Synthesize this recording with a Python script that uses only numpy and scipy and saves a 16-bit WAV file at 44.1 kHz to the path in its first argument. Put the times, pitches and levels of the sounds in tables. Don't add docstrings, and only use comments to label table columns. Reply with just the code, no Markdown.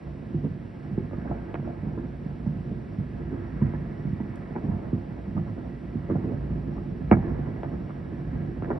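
import sys
import numpy as np
from scipy import signal
from scipy.fft import rfft, irfft, next_fast_len
from scipy.io import wavfile
from scipy.ndimage import uniform_filter1d

SR = 44100
rng = np.random.default_rng(int(sys.argv[2]) if len(sys.argv) > 2 else 0)


def store_pcm(level_fs):
    pcm = np.round(np.clip(level_fs, -1, 1) * 32767).astype(np.int16)
    wavfile.write(sys.argv[1], SR, np.atleast_2d(pcm).T)


N = 387638
SPAN = 2 ** 14
SIDES = np.array([[1], [-1]])


def undb(db):
    return 10 ** (np.asarray(db) / 20)


def level(x, db):
    return x * undb(db) / np.sqrt(np.mean(x ** 2))


def on_log(hz, points_hz, values):
    return np.interp(np.log(hz + 1), np.log(points_hz), values)


def colour(x, points):
    size = next_fast_len(N)
    hz = np.fft.rfftfreq(size, 1 / SR)
    gain = undb(on_log(hz, *np.transpose(points)))
    return irfft(rfft(x, size) * gain, size)[..., :N]


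def walk(rate):
    k = int(SR / rate)
    steps = np.repeat(rng.standard_normal(N // k + 1), k)
    return 0.46 * uniform_filter1d(uniform_filter1d(steps, k), k)[:N]


def hiss():
    # f/Hz, relative level/dB
    hiss_outline = [(300, -34), (1000, -12.5), (2000, -0.5), (2700, -2), (3300, -8), (4500, -12.5),
                    (5600, -15.5), (7000, -23.5), (8500, -25), (10300, -30), (11500, -36)]
    noise = colour(rng.standard_normal((2, N)), hiss_outline)
    return level(noise, -65) * undb(0.47 * walk(5.3) + 0.38 * walk(1.4))


def rustle():
    # centre f/Hz, width f/Hz, level/dB re haze before swelling, drift scale f/Hz
    drifting_bands = [(1720, 300, -4.5, 90), (2155, 360, -12, 120)]
    out = 0
    for hz, width, db, drift in drifting_bands:
        low_pass = signal.butter(2, width / 2, fs=SR, output="sos")
        slow = signal.sosfilt(low_pass, rng.standard_normal((2, 2, N)))
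        turn = 2 * np.pi * np.cumsum(hz + drift * walk(1.5) * 2) / SR
        band = slow[0] * np.cos(turn) + slow[1] * np.sin(turn)
        out = out + level(band, db) * undb(4 * walk(6))
    return out


def rumble():
    # t/s, low level/dB, upper level/dB
    roar_levels = [(0.0, -39.5, -51), (0.46, -35.5, -55.5), (0.9, -39, -54), (1.1, -36.5, -54),
                   (1.35, -37, -49.5), (2.47, -37, -54), (3.871, -34, -51.5), (4.31, -38.5, -53),
                   (4.77, -36.5, -45.5), (5.02, -37.5, -51), (5.97, -37.5, -53), (6.31, -33, -50),
                   (6.76, -36, -51.5), (7.07, -32.5, -52.5), (7.27, -30.5, -45.5), (7.929, -37, -50.5),
                   (8.54, -33.5, -52.5), (8.79, -36, -39.5)]
    # f/Hz, gain/dB
    roar_outline = [(15, -34), (25, -8), (69, -1.5), (155, 0), (245, -2), (294, -10), (345, -10.5),
                    (421, -12.5), (629, -20), (695, -20), (939, -27.5), (1970, -37), (3000, -62),
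                    (3900, -76), (6600, -120)]
    # t/s, level/dB
    haze_levels = [(0.0, -63.5), (1.03, -62), (1.15, -58.5), (1.36, -57), (1.62, -59.5), (2.25, -63.5),
                   (3.11, -61), (3.67, -55.5), (4.04, -59.5), (4.55, -58), (5.09, -62.5), (6.02, -62),
                   (6.19, -59), (6.9, -63.5), (7.12, -59), (7.27, -56), (7.74, -60), (8.45, -61.5),
                   (8.67, -61.5), (8.79, -60.5)]
    far_per_s, directions = 90, 4
    t = np.arange(N) / SR
    far = np.zeros((2, N))
    for _ in range(directions):
        moments = rng.random(N) < far_per_s / directions / SR
        hits = moments * undb(2.24 * rng.standard_normal(N))
        tail = rng.standard_normal((2, SPAN // 2)) * undb(-60 * t[:SPAN // 2] / 0.28)
        far += signal.fftconvolve(hits[None], tail, axes=1)[:, :N]
    steady = rng.standard_normal((2, N))
    roar = colour(level(far, -2.4) + level(steady, -3.0), roar_outline)
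    low = signal.sosfiltfilt(signal.butter(2, 450, fs=SR, output="sos"), roar)
    top = signal.sosfiltfilt(signal.butter(2, 1200, "high", fs=SR, output="sos"), roar)
    upper = roar - low - top
    haze = (level(top, 0) + rustle()) * undb(np.interp(t, *np.transpose(haze_levels)))
    s, low_db, upper_db = np.transpose(roar_levels)
    low = level(low, 0) * undb(np.interp(t, s, low_db))
    upper = level(upper, 0) * undb(np.interp(t, s, upper_db))
    return low + upper + haze


def tick():
    start_s, noise_db, tail_db = 4.3579, -46, -24
    t = np.arange(N) / SR - start_s
    after = np.clip(t, 0, 1)
    shape = (t >= 0) * (np.exp(-after / .0005) + undb(tail_db) * np.exp(-after / .02))
    outline = [(1000, -30), (2500, 2), (6000, -2), (11000, -3)]  # f/Hz, gain/dB
    return undb(noise_db) * colour(rng.standard_normal(N) * shape, outline)


def rings():
    # t/s, nominal level/dB, f/Hz, decay t60/s
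    hollow_rings = [(0.342, -27, 340, 0.053), (0.346, -26.5, 151, .12), (0.436, -24, 261, .08),
                    (0.976, -20, 381, 0.11), (0.98, -35, 840, .05), (1.133, -40.5, 1240, 0.079),
                    (1.135, -38, 694, 0.055), (1.297, -26.5, 314, .08), (1.311, -39.5, 1300, .07),
                    (1.541, -29, 904, .047), (1.551, -39.5, 1840, .07), (1.976, -42, 1035, .056),
                    (1.979, -26.5, 340, .07), (2.462, -38.5, 853, .045), (2.465, -21.5, 153, .12),
                    (2.986, -23.5, 140, 0.13), (3.322, -26, 402, 0.11), (3.616, -31.5, 967, .045),
                    (3.622, -36, 1570, .04), (3.735, -29.5, 276, 0.078), (3.747, -40, 1730, .08),
                    (4.555, -30, 319, 0.065), (4.555, -33, 867, 0.062), (4.579, -41, 1600, .05),
                    (4.637, -26.5, 267, .08), (4.931, -21.5, 215, .09), (5.367, -36, 900, .054),
                    (6.098, -19, 311, 0.079), (6.1, -35.5, 770, .05), (6.115, -20, 311, .09),
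                    (6.129, -21, 312.4, .09), (6.153, -33.5, 702, .05), (6.236, -33, 324, .05),
                    (7.113, -13, 920, .048), (7.115, -11, 600, .06), (7.116, -6, 201, .1),
                    (7.122, -25.5, 1655, 0.046), (7.122, -28, 2244, 0.032), (7.134, -32, 1665, 0.061),
                    (7.632, -41, 1530, .05), (8.623, -26.5, 279, 0.077), (8.703, -25, 976, 0.056),
                    (8.704, -19, 433, 0.087), (8.713, -21.5, 404, .074), (8.713, -37, 920, .05)]
    share_db, rise_s = -4.5, 0.0027
    t = np.arange(SPAN // 2) / SR
    out = np.zeros((2, N + SPAN))
    for s, nominal_db, hz, t60 in hollow_rings:
        phase, pan_db = rng.standard_normal(2)
        tone = np.sin(2 * np.pi * hz * t + phase)
        shape = (1 - np.exp(-t / rise_s)) * undb(-60 * t / t60)
        i = int(s * SR)
        out[:, i:i + len(t)] += undb(nominal_db + share_db + pan_db * SIDES) * shape * tone
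    return out[:, :N]


def walls(hz):
    # delay t/ms, level/dB, left-right/dB
    wall_slaps = [(3.94, -13, -5), (9.34, -3, -2), (13.74, -5, -1.5), (18.15, -9, -3), (24.88, -14, 0.5),
                  (29.69, -9, 3), (39.6, -19, -4), (56.42, -10.5, -2)]
    dull_hz_ms = 60000
    slaps = 0
    for ms, db, pan_db in wall_slaps:
        level_chance, delay_chance, side_chance = rng.standard_normal(3)
        gain = undb(db + 1.5 * level_chance + pan_db / 2 * SIDES)
        delay_ms = ms + 0.6 * delay_chance + 0.02 * side_chance * SIDES
        dulling = 1 / np.sqrt(1 + (hz * ms / dull_hz_ms) ** 4)
        slaps = slaps + gain * dulling * np.exp(-2j * np.pi * hz * delay_ms / 1000)
    t = np.arange(SPAN // 4) / SR
    decay = undb(-10 - 60 * t / 0.078)
    scatter = rng.standard_normal((2, SPAN // 4)) * decay * (1 - np.exp(-(t / 0.0064) ** 4))
    lumps = np.repeat(undb(3.9 * rng.standard_normal((2, SPAN // 512))), 128, axis=1)
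    treble_only = 1 / np.sqrt(1 + (1180.0 / (hz + 1)) ** 6)
    return slaps + rfft(scatter * lumps, SPAN)[:, :len(hz)] * treble_only


def houses(hz, shares):
    # decay t60/s, relative level/dB
    house_echoes = [(0.29, 12), (0.36, 8.5), (0.12, -7.5), (0.97, -8), (0.23, -4)]
    t = np.arange(SPAN) / SR
    patches = np.repeat(undb(2.8 * rng.standard_normal((2, SPAN // 256))), 256, axis=1)
    scatter = rng.standard_normal((2, SPAN)) * patches * (1 - np.exp(-t / 0.0013)) * 0.04
    out = 0
    for share, (t60, db) in zip(shares, house_echoes):
        out = out + share * rfft(scatter * undb(db - 60 * t / t60))[:, :len(hz)]
    return out


def bursts():
    # t/s, knock level/dB, boom/dB re knock, snap/dB re knock,
    # crack/dB re knock, echoes/dB re the usual share, distance/km
    single_bursts = [(0.343, -30, 9, -29, -31, -3.5, 1.5), (0.439, -30, 6.5, -14.5, -23, 1.5, 2),
                     (0.45, -33, 3.5, -10.5, -32, 3, 3.5), (0.909, -42.5, 16.5, -6, -25, 2, 2),
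                     (0.977, -26.5, 6.5, -13, -25, 1, 0.99), (1.112, -38.5, -7, 1, -8, -2, 1.5),
                     (1.133, -36.5, 2.5, 3.5, -6, -2, 1.5), (1.18, -38, 11.5, -6.5, -16, -1, 2),
                     (1.252, -42, 5, 7, -11, 8, 2.5), (1.268, -39, 1, 4, -3.5, -0.5, 2),
                     (1.297, -32, 6, -6, -27, 2, 3), (1.313, -37, 7, 5, 0, -4, 2),
                     (1.367, -45, 5.5, 3.5, -9, 5.5, 2), (1.543, -30.5, -3, 5, -2, -2, 0.24),
                     (1.592, -42.5, 19, -5.5, -17, -3.5, 3.5), (1.63, -40.5, -2, 2, -22, -1.5, 2.9),
                     (1.676, -45.5, -7.5, 10.5, -19, 0.5, 3), (1.83, -37.5, 16, -9, -19, -0.5, 3),
                     (1.867, -38, 16.5, -4.5, -24, -7, 3), (1.978, -28.5, 3, -6, -9, -2, 2.8),
                     (2.259, -43.5, 21, -9.5, -25, -2, 3.1), (2.462, -36.5, 16.5, -1, -10, 2, 2),
                     (2.55, -48, 25, -15.5, -9, -0.5, 1), (2.652, -41, 14, -13, -26, 1, 3),
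                     (2.714, -36.5, 15, -11.5, -22, -1.5, 3.3), (2.983, -43.5, 27.5, -16, -28, -7.5, 3.5),
                     (3.314, -30.5, -13, -32.5, -32, 10, 1), (3.617, -32, 18.5, -8, -9, -1, 2),
                     (3.737, -32.5, 1.5, 1, -6, -2, 0.8), (4.05, -38.5, 18.5, -9, -19, 0, 0.82),
                     (4.127, -43, 24, -15, -13, -5.5, 1), (4.202, -35, 13.5, -3.5, -12, -1.5, 1.6),
                     (4.288, -39, 9, -26, -19, 2.5, 1), (4.555, -32, -1.5, -6, -9.5, 7, 1.1),
                     (4.636, -32.5, 6, -6.5, -33, 6, 2), (4.685, -38, 13, -19, -20, 7, 2),
                     (4.731, -32, 6, -10, -23.5, 2, 3.7), (4.929, -27.5, 9.5, -10.5, -20, -0.5, 1.7),
                     (5.275, -47.5, 16, -21.5, -28, 8, 1.2), (5.349, -38, 15, -30, -29, 5, 1),
                     (5.368, -40.5, 19.5, 5.5, -6, 4.5, 2.1), (5.467, -44, 17, -3, -3, 5, 2.6),
                     (5.58, -33, -2, -13, -12, 2, 1.6), (5.953, -38, 17, -23, -24.5, -2.5, 1.4),
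                     (6.091, -32, -3, -12, -11, -5, 2), (6.1, -24.5, 1.5, -10.5, -8, -1.5, 1.6),
                     (6.11, -29.5, 2.5, -3.5, -14.5, -0.5, 2.5),
                     (6.121, -28.5, -7.5, -16.5, -15.5, -1, 1.8), (6.133, -32, 7, -19, -23.5, -2, 2),
                     (6.144, -34, 12, -19, -18, -15, 2), (6.155, -30, 9.5, 2.5, -12, -2, 1.8),
                     (6.201, -36.5, -2, -3, -24, 3, 3), (6.24, -34, 0.5, -3.5, -26, 8, 3.9),
                     (6.28, -36.5, 3, -7.5, -20.5, 9, 3), (6.32, -37.5, -4, -7.5, -27, 6, 2.3),
                     (6.502, -40.5, 14, -7, -21, 7, 2.7), (6.689, -40.5, 16.5, -10.5, -11, -8.5, 2.5),
                     (6.767, -40, 8.5, 4.5, -8, 5, 3.5), (7.1142, -9.5, 0.5, -1.5, -3.5, -2.5, 0.92),
                     (7.168, -30.5, 3, -9.5, -22.5, -5.5, 3), (7.249, -27.5, -1, -22.5, -32.5, 3.5, 2.1),
                     (7.39, -31.5, 4, -14, -23, -10, 1.8), (7.633, -29.5, -9.5, 2.5, -5, -1, 0.3),
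                     (7.715, -38.5, 0, 0.5, -17, 4, 1.5), (7.776, -43, 16.5, -17, -30, -1.5, 3.9),
                     (7.805, -43.5, 17.5, -8, -26, 1.5, 3), (7.896, -41.5, 10, 3, 3.5, -1, 1),
                     (8.123, -33, 3, -14, -12, 2.5, 2.5), (8.623, -28, -5.5, -3.5, -8.5, -2, 0.8),
                     (8.646, -40, 6, -4, 8, -8.5, 1.2), (8.682, -27, -17.5, -10.5, -12, 0, 2.5),
                     (8.704, -21.5, -30, -3, -9.5, 1, 1.3)]
    # low edge f/Hz, high edge f/Hz
    band_edges = [(40, 120), (120, 280), (280, 500), (500, 1000), (1000, 2400)]
    thump_db, thump_per_boom = -11, 0.77
    slap_db, house_db = -5.5, -8
    air_hz, air_slope = 1880, .22
    ripple_db, smear_rad = 3, 0.35
    ripple_hz = np.arange(400, 4500, 170)
    hz = np.arange(4500 * SPAN // SR) * SR / SPAN
    lo, hi = np.transpose(band_edges)
    centre = np.sqrt(lo * hi)
    shares = [on_log(hz, centre, row) for row in np.eye(len(centre))]
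    echo_dull = 1 / np.sqrt(1 + (hz / 2080) ** 8)
    small = 1 / np.sqrt(1 + (73.5 / (hz + 1)) ** 6)
    shade = undb(-3.5 / (1 + (1200 / (hz + 1)) ** 4))
    lead, fade = 2 ** 9, signal.windows.tukey(SPAN, 1 / 20)
    out = np.zeros((2, N + SPAN))
    for s, knock, boom, snap, crack, echo_db, km in single_bursts:
        bands = np.array([thump_db + thump_per_boom * boom, boom, 0, snap, crack])
        band_db = knock + bands - 20 * np.log10(2 * (hi - lo) / SR)
        pulse = undb(on_log(hz, centre, band_db))

        top_hz = air_hz / km ** air_slope
        air = small / np.sqrt(1 + (hz / top_hz) ** 8 + (hz / top_hz / 1.35) ** 30)
        dents_db = ripple_db * np.sqrt(km) * rng.standard_normal(len(ripple_hz))
        smear = smear_rad * km ** 2 * rng.standard_normal(len(ripple_hz))
        air = air * undb(np.interp(hz, ripple_hz, dents_db, left=0))
        air = air * np.exp(1j * np.interp(hz, ripple_hz, smear, left=0))

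        lag_s = rng.standard_normal() * .0001 * SIDES / 2
        direct = shade * np.exp(-2j * np.pi * hz * lag_s)
        echoes = undb(slap_db) * walls(hz) + undb(house_db) * houses(hz, shares)
        paths = direct + undb(echo_db) * echo_dull * echoes
        i = int(s * SR)
        out[:, i:i + SPAN] += fade * np.roll(irfft(pulse * air * paths, SPAN), lead, axis=1)
    return out[:, lead:lead + N]


def balcony(x):
    # f/Hz, width f/Hz, boost/dB
    resonances = [(61, 7, 8), (84, 23, -10), (96.5, 11, 6.5), (147.1, 6.5, 7), (183, 15, 1),
                  (342, 8.5, 6.5), (576, 10, 2.5), (692, 7.3, 7), (850, 17, 3.5), (1070, 11, 0.5),
                  (1340, 500, 1.5), (1638, 64, 2.5), (1946, 45, 3), (2200, 5.7, 5.5), (2450, 23, 1.5),
                  (5530, 13, 13.5), (8100, 150, 3.5), (9450, 190, 3)]
    floor_ms, floor_db, floor_pan_db = 3.076, -18.5, -0.4
    size = next_fast_len(N + SPAN)
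    hz = np.fft.rfftfreq(size, 1 / SR)
    gain = 1
    for ring_hz, width, db in resonances:
        gain = gain * (1 + (undb(db) - 1) / (1 + 2j * (hz - ring_hz) / width))
    floor = undb(floor_db + floor_pan_db / 2 * SIDES) / (1 + (hz / 3000) ** 4)
    floor = floor * np.exp(-2j * np.pi * hz * floor_ms / 1000)
    return irfft(rfft(x, size) * gain * (1 + floor), size)[:, :N]


def scene():
    return balcony(hiss() + rumble() + rings() + bursts()) + tick()


def record(dry):
    # f/Hz, left-right difference kept level/dB, left minus right level/dB
    phone_ports = [(30, -19, 4), (90, -21, -4), (208, -12.5, -2.5), (266, -14.5, -6.5), (400, -4, 0.5),
                   (830, -5, -1), (1020, -5.5, -1.5), (1370, 1.5, -2), (1690, -8, -3.5), (2070, -14, -4),
                   (2830, -14, -0.5), (3600, -28.5, 1), (5000, -39, -1), (7400, -4, 0.5), (8500, -23.5, 0),
                   (9800, -21.5, 0), (11000, 2.5, 2.5), (11700, -15, 1)]
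    # f/Hz, lag/turns
    port_turns = [(400, 0), (700, .25), (1050, .05), (1500, .25), (2000, .2), (2500, 0), (5200, 0),
                  (5800, .27), (6900, .5), (8300, 1), (9800, 1), (11800, 1.5)]
    late_ms, late_hz = 12., 201
    size = next_fast_len(N + SPAN)
    hz = np.fft.rfftfreq(size, 1 / SR)
    to_end_s = np.arange(N)[::-1] / SR
    fade = np.sin(np.pi / 2 * np.clip(to_end_s / .008, 0, 1)) ** 2
    left, right = rfft(dry * fade, size)
    port_hz, kept_db, pan_db = np.transpose(phone_ports)
    kept = undb(on_log(hz, port_hz, kept_db))
    share = np.sqrt(2 + 2 * kept ** 2)
    mid, side = (left + right) / share, kept * (left - right) / share
    tilt = undb(on_log(hz, port_hz, pan_db) / 2)
    tilt = tilt * np.exp(-1j * np.pi * on_log(hz, *np.transpose(port_turns)))
    late = np.exp(-2j * np.pi * late_ms / 1000 * late_hz * np.arctan(hz / late_hz))
    both = irfft(np.array([(mid + side) * tilt, (mid - side) / tilt]) * late, size)[:, :N]
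    both = signal.sosfilt(signal.butter(3, 45, "high", fs=SR, output="sos"), both)
    both = 1.6 * np.tanh(both * fade / 1.6)
    return signal.sosfilt(signal.ellip(8, .2, 70, 11700, fs=SR, output="sos"), both)


dry = scene()
out = record(dry)
store_pcm(out)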